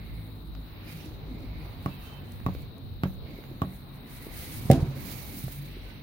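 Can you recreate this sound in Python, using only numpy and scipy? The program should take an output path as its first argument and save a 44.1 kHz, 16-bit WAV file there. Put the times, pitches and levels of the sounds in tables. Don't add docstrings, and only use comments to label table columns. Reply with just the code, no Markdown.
import sys
import numpy as np
from scipy import signal
from scipy.fft import rfft, irfft, next_fast_len
from scipy.io import wavfile
from scipy.ndimage import uniform_filter1d

SR = 44100
rng = np.random.default_rng(int(sys.argv[2]) if len(sys.argv) > 2 else 0)


def magnitude_from_level(level_db):
    exponent = np.asarray(level_db, float) / 20
    return 10 ** exponent


def put_to_file(sound):
    columns = np.atleast_2d(sound).T
    safe = np.clip(columns, -1, 1)
    whole_steps = np.round(safe * 32767)
    wavfile.write(sys.argv[1], SR, whole_steps.astype(np.int16))


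N = 265778
TIME = np.arange(N) / SR
SIZE = next_fast_len(N)
HZ = np.arange(SIZE // 2 + 1) * SR / SIZE + 1e-3

# f/Hz, likeness/0-1
PORTS_ALIKE = [(30, 0.66), (130, 0.74), (290, 0.77), (640, 0.4), (1410, 0)]


def on_log(table, hz):
    return np.interp(np.log(hz), np.log([p[0] for p in table]), [p[1] for p in table])


def curves(table):
    s, *columns = np.transpose(table)
    return [np.interp(TIME, s, c) for c in columns]


def walk(rate):
    hold = int(SR / rate)
    steps = np.repeat(rng.standard_normal(N // hold + 1), hold)
    return uniform_filter1d(steps, hold)[:N]


def hiss(left, right, alike, flicker_db, rate):
    a, b = rfft(rng.standard_normal((2, SIZE)))
    shared = np.clip(on_log(alike, HZ), 0, 1)
    other = shared * a + np.sqrt(1 - shared ** 2) * b
    inside = (HZ > left[0][0]) & (HZ < left[-1][0])
    pair = np.array([a * magnitude_from_level(on_log(left, HZ)), other * magnitude_from_level(on_log(right, HZ))]) * inside
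    out, octave = 0, np.log2(HZ)
    for k in range(int(np.log2(left[0][0])), int(np.log2(left[-1][0])) + 2):
        share = np.cos(np.pi / 2 * np.clip(octave - k, -1, 1)) ** 2
        out = out + irfft(pair * share, SIZE)[:, :N] * magnitude_from_level(flicker_db * walk(rate))
    return out / np.sqrt(np.mean(out ** 2))


def pan(x, db):
    return x * magnitude_from_level(np.array([db / 2, -db / 2]).reshape(2, -1))


def ports(x, lag):
    return np.array([x, np.roll(x, lag)])


def from_bench(x):
    return pan(ports(x, 5), -1.9)


def add(out, sound, s):
    i = int(s * SR)
    n = min(sound.shape[-1], N - i)
    out[..., i:i + n] += sound[..., :n]


def decay(t, t60):
    return np.exp(-np.log(1000) * t / t60)


def swell(start, length):
    share = (TIME - start) / length
    rise = 0.35
    speed = np.clip(np.minimum(share / rise, (1 - share) / (1 - rise)), 0, 1)
    return np.sin(np.pi / 2 * speed) ** 1.07


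def ring(modes):
    t = TIME[:SR // 2]
    return sum(magnitude_from_level(db) * decay(t, t60) * np.sin(2 * np.pi * hz * t + round(ahead) * np.pi / 2)
               for hz, db, t60, ahead in modes)


def varied(modes, hz_share, spread_db):
    return [(hz * (1 + hz_share * rng.standard_normal()), db + spread_db * rng.standard_normal(), t60, ahead)
            for hz, db, t60, ahead in modes]


def push(x, contact_s):
    shape = np.hanning(int(contact_s * SR) + 2)
    return signal.fftconvolve(x, shape / shape.sum())[:len(x)]


def tick(db, hz, t60):
    t = TIME[:SR // 4]
    band = signal.butter(2, [hz / 2, min(hz * 2, .45 * SR)], "bandpass", fs=SR, output="sos")
    left, other = rng.standard_normal((2, len(t)))
    alike = np.clip(1 - hz / 2480, 0, 1)
    right = alike * left + np.sqrt(1 - alike ** 2) * other
    return magnitude_from_level(db) * signal.sosfilt(band, np.array([left, right]) * decay(t, t60))


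def engine():
    # t/s, firing rate f/Hz, level/dB
    idle = [(0.0, 53.06, -46.5), (1.0, 52.4, -47.5), (1.6, 52.2, -46.5), (1.9, 47.36, -51),
            (2.5, 46.17, -54.5), (3.3, 44.13, -53), (4.0, 44.63, -52), (4.5, 46.12, -57), (5.2, 46.4, -50),
            (6.03, 46.86, -48.5)]
    # f/Hz, level/dB
    exhaust = [(44, -3), (53, 0), (88, -5), (105, -2), (140, -1), (158, -8.5), (200, -16), (320, -14)]
    hz, db = curves(idle)
    turn = 2 * np.pi * np.cumsum(hz * (1 + 0.00755 * walk(12))) / SR
    out = 0
    for k in range(1, 7):
        level = magnitude_from_level(db + on_log(exhaust, k * hz) + 5.0 * walk(11))
        out = out + np.sqrt(2) * level * np.sin(k * turn + rng.uniform(0, 2 * np.pi))
    return ports(out, 17)


def traffic():
    # t/s, low band level/dB,
    # # tyre hiss level/dB
    rumble_and_hiss = [(0.0, -48.5, 0.5), (0.45, -50.5, -3), (0.85, -49.5, 3), (1.4, -45, -0.5), (1.9, -46.5, 4.5),
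                       (2.4, -50, 0), (2.85, -50.5, -3), (3.3, -48, 0), (3.9, -50, -2.5), (4.15, -50, 3),
                       (4.8, -41.5, 3), (5.7, -51, 3), (6.03, -50, 0)]
    # f/Hz, level/dB per Hz
    rumble = [(12, -46), (20, -8), (38, -5), (59, -3.5), (76, -2), (101, -1.5), (130, -6), (160, -7),
              (303, -12), (340, -15), (925, -25), (1310, -29.5), (2000, -45.5), (2600, -53), (4400, -120)]
    # f/Hz, level/dB per Hz
    air_left = [(700, -36), (1500, -1.5), (2500, 3), (3300, 1), (4600, 0.5), (5300, -42), (7500, -46),
                (9000, -21.5), (12000, -15), (14700, -3), (15800, -15)]
    air_right = [(700, 9.5), (1500, 5), (2200, 5.5), (3000, 0.5), (4500, -5.5), (5300, -9.5), (7800, -54),
                 (10000, -24), (13000, -9), (15800, 3)]
    rumble_db, air_db = curves(rumble_and_hiss)
    out = magnitude_from_level(rumble_db + 4.5) * hiss(rumble, rumble, PORTS_ALIKE, flicker_db=-2.5, rate=11)
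    return out + magnitude_from_level(air_db - 58) * hiss(air_left, air_right, PORTS_ALIKE, flicker_db=2.2, rate=6)


def fan():
    # f/Hz, width/Hz, level/dB, left minus right/dB
    whines = [
        (3944, 670, -63.5, 10),
        (3827, 30, -79, 26.5),
        (14700, 300, -74, 17),
    ]
    out = np.zeros((2, N))
    for hz, width, db, side_db in whines:
        resonance = 1 / (1 + ((HZ - hz) / width * 2) ** 2)
        whine = irfft(rfft(rng.standard_normal((2, SIZE))) * resonance, SIZE)[:, :N]
        out += pan(magnitude_from_level(db) * whine / whine.std(), side_db)
    return out


def grip():
    # start t/s, length/s, level/dB
    shifts = [(0, .25, -44), (.45, 0.18, -44.5), (1.0, 0.37, -52), (1.8, 0.18, -49), (2.305, 0.42, -37),
              (2.8, 0.24, -39), (3.048, 0.23, -37.5), (4.15, 0.3, -52), (5.75, 0.25, -54)]
    # f/Hz, level/dB per Hz
    case = [(20, -10), (60, 5), (110, 2), (200, -17), (400, -36)]
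    effort = np.sqrt(sum((magnitude_from_level(db) * swell(start, length)) ** 2 for start, length, db in shifts))
    return effort * hiss(case, case, [(20, 0), (400, 0)], flicker_db=-3.0, rate=27)


def cuff():
    # start t/s, length/s, level/dB, centre f/Hz
    rubs = [(-.2, 0.63, -58, 2140), (.55, 0.67, -68, 2400), (0.846, 0.17, -56, 2400),
            (0.98, 0.1, -55, 2750), (1.25, 0.52, -59, 2190), (1.502, 0.38, -57.5, 2200),
            (1.806, 0.27, -62, 2360), (2.44, 0.32, -60.5, 2240), (3.2, 0.34, -57.5, 2200),
            (3.604, 0.21, -61, 2000), (4.02, 0.64, -56, 2100), (4.25, 0.79, -56, 2240),
            (4.896, 0.63, -51.5, 2190), (5.343, 0.43, -59.5, 2250), (5.62, 0.66, -60, 2130),
            (5.62, 0.58, -62.5, 2750)]
    # share of its centre f, level/dB per Hz
    colour = [(.64, -20), (.84, -10), (1, 0), (1.18, -10), (1.6, -22), (2.05, -9), (2.36, -24)]
    out, noise = 0, rfft(rng.standard_normal((2, SIZE)))
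    for start, length, db, hz in rubs:
        inside = (HZ > colour[0][0] * hz) & (HZ < colour[-1][0] * hz)
        drag = irfft(noise * magnitude_from_level(on_log(colour, HZ / hz)) * inside, SIZE)[:, :N]
        out = out + magnitude_from_level(db) * swell(start, length) * drag / drag.std()
    return pan(magnitude_from_level(-2.5 + 1.5 * walk(120) + 1.1 * walk(30)) * out, -8.0)


def sleeve():
    # start t/s, length/s, level/dB, fine fibres over body/dB, left minus right/dB
    strokes = [(-.2, 0.92, -77.5, 18.5, -2.5), (0.496, 0.59, -76.5, 13, -9), (0.805, 0.32, -60, 8, -6),
               (0.944, 0.26, -59.5, -17, -8.5), (1.087, 0.66, -69, -16, -9.5), (1.55, 0.29, -65, 2, -3),
               (1.77, 0.38, -69.5, 13, -7), (1.977, 0.26, -60, -13, -4), (2.17, 0.47, -65.5, 0, -1),
               (2.44, 0.27, -76, 17, -14.5), (3.002, 0.2, -74.5, 18.5, -12),
               (3.2, 0.58, -73.5, 14.5, -11.5), (3.598, 0.28, -69, 15.5, -4.5),
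               (3.795, 0.51, -78, 19, -1.5), (4.04, 0.35, -58.5, 8.5, -4), (4.273, 0.52, -49.5, 7.5, -4),
               (4.668, 0.2, -49, -20, -6), (4.759, 0.5, -58, -6, -6), (4.94, 0.43, -53, 10.5, -10.5),
               (5.155, 0.62, -55.5, 12, -6.5), (5.648, 0.44, -66, 3, -1.5)]
    # f/Hz, level/dB per Hz
    rustle_left = [(1200, 2.5), (2500, -0.5), (4200, -1), (5500, -13), (7000, -11), (8500, -2), (9500, 1.5),
                   (11000, -2), (15000, -3), (15900, 5.5)]
    rustle_right = [(1200, -3), (2700, -3.5), (4500, -1.5), (6500, -5), (8000, -12), (9500, -10.5),
                    (11000, -8), (15000, -4), (15900, -1.5)]
    slips = magnitude_from_level(1.6 * walk(60) + 1.3 * walk(14))
    cloth = slips * hiss(rustle_left, rustle_right, PORTS_ALIKE, flicker_db=.9, rate=14)
    fine = signal.sosfilt(signal.butter(2, 11000, "highpass", fs=SR, output="sos"), cloth)
    body = signal.sosfilt(signal.butter(2, 11000, "lowpass", fs=SR, output="sos"), cloth)
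    body_power, fine_power = magnitude_from_level(2 * -76.5), magnitude_from_level(2 * -74.5)
    for start, length, db, fine_db, side_db in strokes:
        power = pan(magnitude_from_level(db) * swell(start, length), side_db) ** 2
        body_power = body_power + power
        fine_power = fine_power + magnitude_from_level(2 * fine_db) * power
    return magnitude_from_level(2) * np.sqrt(body_power) * body - np.sqrt(fine_power) * fine


def loose_parts():
    # start t/s, level/dB,
    # centre f/Hz, t60/s, left minus right/dB
    clicks = [(2.402, -39, 1000, 0.018, -6), (2.549, -39, 1490, 0.016, -14), (2.93, -63, 2200, .01, 0),
              (4.7009, -34, 9000, 0.0089, 7), (3.438, -37.5, 1380, 0.016, -7),
              (3.636, -52, 1800, 0.011, -3), (4.889, -50, 8850, 0.0054, -13),
              (5.481, -29.5, 850, 0.022, -4),
              (.5505, -34, 900, .01, 0), (.5505, -41, 2800, .007, -3), (1.061, -44, 3500, .006, -5),
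             (4.7004, -19, 1150, .016, 0), (4.7006, -33, 900, .12, 0), (4.73, -23, 480, .45, 0),
             (4.7131, -27, 6500, .014, 5), (4.7131, -28, 4200, .018, -3), (4.7131, -19, 2300, .024, -6),
             (4.7131, -27, 1100, .03, 0), (4.718, -33, 2600, .08, 0), (4.731, -30, 2100, .03, -3),
             (4.744, -38, 1500, .04, -3)]
    out = np.zeros((2, N))
    for s, db, hz, t60, side_db in clicks:
        add(out, pan(tick(db, hz, t60), side_db), s)
    return out


def snaps():
    # t/s, peak level/dB, centre
    # f/Hz, left minus right/dB
    short_cracks = [(1.0604, -50, 6000, -3), (1.4047, -55, 6200, -1), (1.8245, -50, 13000, -7),
                    (2.0368, -44, 13500, 0), (2.2716, -51, 9000, -4), (2.3204, -48, 7500, -5),
                    (2.3204, -45, 14500, -5), (2.5491, -52, 14000, -7), (2.621, -48, 13500, -5),
                    (2.7818, -55, 8000, -2), (2.7818, -50, 14000, -2), (3.581, -52, 14000, -5),
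                    (.5515, -47, 1100, -2), (.5515, -47, 3000, -2), (4.7133, -26, 9500, 6),
             (4.7152, -27, 10500, 6), (4.7195, -35, 10000, 5), (4.726, -41, 10500, 5),
             (4.7325, -36, 4500, -2), (4.7325, -43, 10000, 3)]
    out, t = np.zeros((2, N)), TIME[:SR // 20]
    half_width = 2 ** .5
    for s, db, hz, side_db in short_cracks:
        edges = [hz / half_width, min(hz * half_width, .4 * SR)]
        band = signal.butter(2, edges, "bandpass", fs=SR, output="sos")
        crack = signal.sosfilt(band, rng.standard_normal(len(t)) * decay(t, .008))
        add(out, pan(magnitude_from_level(db + 2) * crack / np.abs(crack).max(), side_db), s)
    return out


def squeaks():
    # start t/s, end t/s, f/Hz, level/dB
    tones = [(.65, .76, 1500, -70), (1.30, 1.40, 2120, -68), (1.895, 1.97, 2650, -61),
             (2.01, 2.08, 2655, -62), (2.08, 2.11, 2640, -67), (2.105, 2.225, 2645, -67),
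             (1.95, 2.07, 3055, -69), (2.04, 2.22, 3065, -61.5), (2.2, 2.26, 3065, -71),
             (2.27, 2.33, 3065, -72), (2.0, 2.13, 1535, -69), (2.0, 2.09, 2790, -71),
             (1.97, 2.02, 2680, -70), (2.16, 2.26, 1530, -69), (2.23, 2.29, 1730, -73),
             (5.84, 5.95, 1520, -67)]
    out = np.zeros((2, N))
    for start, end, hz, db in tones:
        n = int((end - start) * SR)
        flutter = magnitude_from_level(2.2 * walk(45)[:n])
        turn = 2 * np.pi * np.cumsum(hz * (1 + .004 * walk(40)[:n])) / SR
        add(out, pan(magnitude_from_level(db) * flutter * signal.windows.tukey(n, .45) * np.sin(turn), -18.5), start)
    return out


def knocks():
    # t/s, level/dB, f/Hz, t60/s
    soft_knocks = [(1.06, -37.5, 308, 0.14), (1.255, -40, 260, 0.071), (1.369, -37, 418, 0.044),
                   (1.278, -33, 293, 0.05), (1.311, -30, 256, 0.094), (1.348, -30, 215, 0.051),
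                   (1.441, -31, 253, 0.044), (2.401, -31, 497, 0.0091), (2.412, -31, 198, 0.031),
                   (2.5495, -24, 456, 0.012), (3.009, -50, 297, .03), (3.387, -27.5, 400, 0.013),
                   (3.513, -30.5, 337, 0.026), (4.267, -23, 400, 0.011), (5.4802, -21.5, 735, 0.0067),
                   (5.767, -32.5, 404, 0.031),
                   (3.642, -29.5, 188, 0.28), (4.694, -18, 150, .05), (4.736, -16.5, 266, 0.16),
             (4.652, -25.5, 135, 0.073), (4.774, -19.5, 140, .08), (4.824, -23.5, 140, 0.063),
             (4.725, -24, 385, 0.077), (4.845, -33, 370, .1), (4.744, -26, 330, 0.14),
             (4.746, -25, 670, 0.16), (4.775, -27, 730, .06), (4.799, -26, 88, .1),
             (4.835, -34, 710, 0.052), (4.91, -37, 570, .08), (4.965, -38, 560, 0.096),
             (4.959, -34.5, 135, 0.17), (4.871, -26.5, 136.7, 0.32), (4.886, -27, 134, .2),
             (5.439, -22, 137, 0.094), (5.4616, -39, 135, 0.094), (5.468, -27, 124.2, 0.07)]
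    out = np.zeros(N)
    for s, db, hz, t60 in soft_knocks:
        add(out, push(ring([(hz, db, t60, 0)]), 0.0016), s)
    return from_bench(out)


def presses():
    # t/s, strength/dB, tick level/dB, rebound after/s, rebound/dB
    strikes = [
        (1.8600, -5, -34, .021, -27),
        (2.4636, -3, -31.5, .0225, -4.5),
        (3.0351, -2, -32.5, .0205, -7.5),
        (3.6184, -2.5, -32.5, .018, -6.5),
    ]
    # f/Hz, level/dB, t60/s, phase/quarter turns ahead
    bench_modes = [(93.3, -20.5, 0.11, 2), (136.5, -24.5, 0.27, 1), (190, -25, 0.25, 0),
                   (263, -32.5, 0.1, 0), (273, -21, 0.04, 0), (400, -28.5, 0.041, 0), (543, -36, 0.072, 0),
                   (632, -27.5, 0.04, 1), (844, -30, 0.04, 2), (915, -27, 0.021, -1)]
    pump_modes = [(1102, -22.5, 0.047, -1), (1317, -26, 0.015, 1), (1460, -25, 0.0079, 1),
                  (2020, -44, 0.0098, 0), (2400, -44, 0.0035, 0), (3050, -32, 0.0008, 0)]
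    bench, pump, ticks = np.zeros(N), np.zeros(N), np.zeros((2, N))
    held_db = -31 * np.clip((TIME[:SR // 2] - 0.0093) / 0.0021, 0, 1)
    for s, db, tick_db, later_s, rebound_db in strikes:
        add(bench, magnitude_from_level(db) * push(ring(varied(bench_modes, 0.03, 0.58)), 0.00013), s)
        rebound = push(ring(varied(bench_modes[2:], 0.037, 2.3)), 0.00067)
        add(bench, magnitude_from_level(db + rebound_db) * rebound, s + later_s)
        add(pump, magnitude_from_level(db + held_db) * ring(varied(pump_modes, 0.0037, 2.6)), s)
        add(ticks, tick(tick_db - 18.0, 750, 0.072) + tick(tick_db + 1.5, 380, 0.21), s + later_s)
        add(ticks, pan(tick(tick_db, 1800, 0.01), -13.5), s)
        add(ticks, tick(tick_db + 0.5, 24000, 0.011) + tick(tick_db + 2.5, 1300, 0.014), s)
    return from_bench(bench) + pan(ports(pump, 11), -1.9) + ticks


def setting_down():
    # t/s, strength/dB
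    contacts = [
        (4.652, -20),
        (4.7001, 0),
        (4.774, -18),
        (4.824, -20),
    ]
    # f/Hz, level/dB, t60/s, phase/quarter turns ahead
    bench_modes = [(82.6, -18, .21, 1), (139.5, -6, .26, 3), (156.8, -8, .113, 0), (222.9, -15, .128, 2),
                   (270.5, -12, .046, 2), (315, -22, .2, 3), (345, -20, .12, 0), (408, -27, .3, 2),
                   (489, -20, .12, 1), (558, -11.5, .082, 1), (668, -13, .051, 1), (768, -20, .2, 3),
                   (620, -25, .15, 3), (815, -21, .035, 3)]
    # t/s, f/Hz, level/dB, t60/s, phase/quarter turns ahead
    part_ring = [(4.76, 6690, -58, .07, 0), (4.774, 6690, -60, .08, 0), (4.7133, 15500, -44, .12, 0)]
    out = np.zeros(N)
    for s, db in contacts:
        boom = push(ring(varied(bench_modes, -.002 * db, -.2 * db)), .0006 - .00015 * db)
        held_s = .043 if db == 0 else .0225
        settle_db = -25 * np.clip((TIME[:len(boom)] - held_s) / 0.009, 0, 1)
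        add(out, magnitude_from_level(db + settle_db) * boom, s)
    for s, *mode in part_ring:
        add(out, ring([mode]), s)
    return from_bench(out)


def shed(x):
    # f/Hz, t60/s, level/dB
    tail_bands = [(152, 0.4, -18), (400, 0.35, -12), (1000, 0.12, -23), (4200, 0.14, -6), (7000, 0.4, -52)]
    t, tail = TIME[:SR // 2], 0
    for hz, t60, db in tail_bands:
        band = signal.butter(2, [hz / 2.82, hz * 1.68], "bandpass", fs=SR, output="sos")
        both, apart = rng.standard_normal(len(t)), rng.standard_normal((2, len(t)))
        noise = signal.sosfilt(band, both + min(hz / 1500, 1.5) * apart)
        tail = tail + magnitude_from_level(db - 29.5) * noise * decay(t, t60) * np.minimum(t / 0.00056, 1)
    return signal.fftconvolve(x, tail, axes=1)[:, :N]


def scene():
    around = engine() + traffic() + fan() + squeaks()
    handling = grip() + cuff() + sleeve() + snaps()
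    hits = loose_parts() + knocks() + presses() + setting_down()
    return around + handling + hits + shed(hits)


def drop_faint(x):
    # f/Hz, width/Hz, extra/dB
    faint_spot = (10600, 700, 5)
    faint_db, scatter_db, never_above_db = -4, 4.5, -84
    width = 8
    hz, _, cells = signal.stft(x, SR, nperseg=1024)
    bands = np.abs(cells[:, :-1]).reshape(2, -1, width, cells.shape[-1])
    power = (bands ** 2).mean(axis=2)
    centre = hz[:-1].reshape(-1, width).mean(axis=1)
    treble = (centre > 4500) & (centre < 15850)
    luck = 2 * uniform_filter1d(rng.standard_normal(power.shape), size=4, axis=2)
    spot_hz, spot_width, spot_db = faint_spot
    luck = luck + (spot_db / scatter_db * np.exp(-((centre - spot_hz) / spot_width) ** 2))[:, None]
    usual = np.exp(np.log(power[:, treble] + 1e-20).mean(axis=1, keepdims=True))
    limit = np.minimum(usual * magnitude_from_level(2 * (faint_db + scatter_db * luck)), magnitude_from_level(2 * never_above_db))
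    keep = np.where((power < limit) & treble[:, None], .03, 1)
    cells[:, :-1] *= np.repeat(keep, width, axis=1)
    return signal.istft(cells, SR, nperseg=1024)[1][:, :N]


def band_limit(x):
    return signal.sosfilt(signal.butter(12, 15850, fs=SR, output="sos"), x)


def record(dry):
    dry = signal.sosfilt(signal.butter(2, 25, "highpass", fs=SR, output="sos"), dry)
    mix = drop_faint(dry)
    return band_limit(mix)


dry = scene()
out = record(dry)
put_to_file(out)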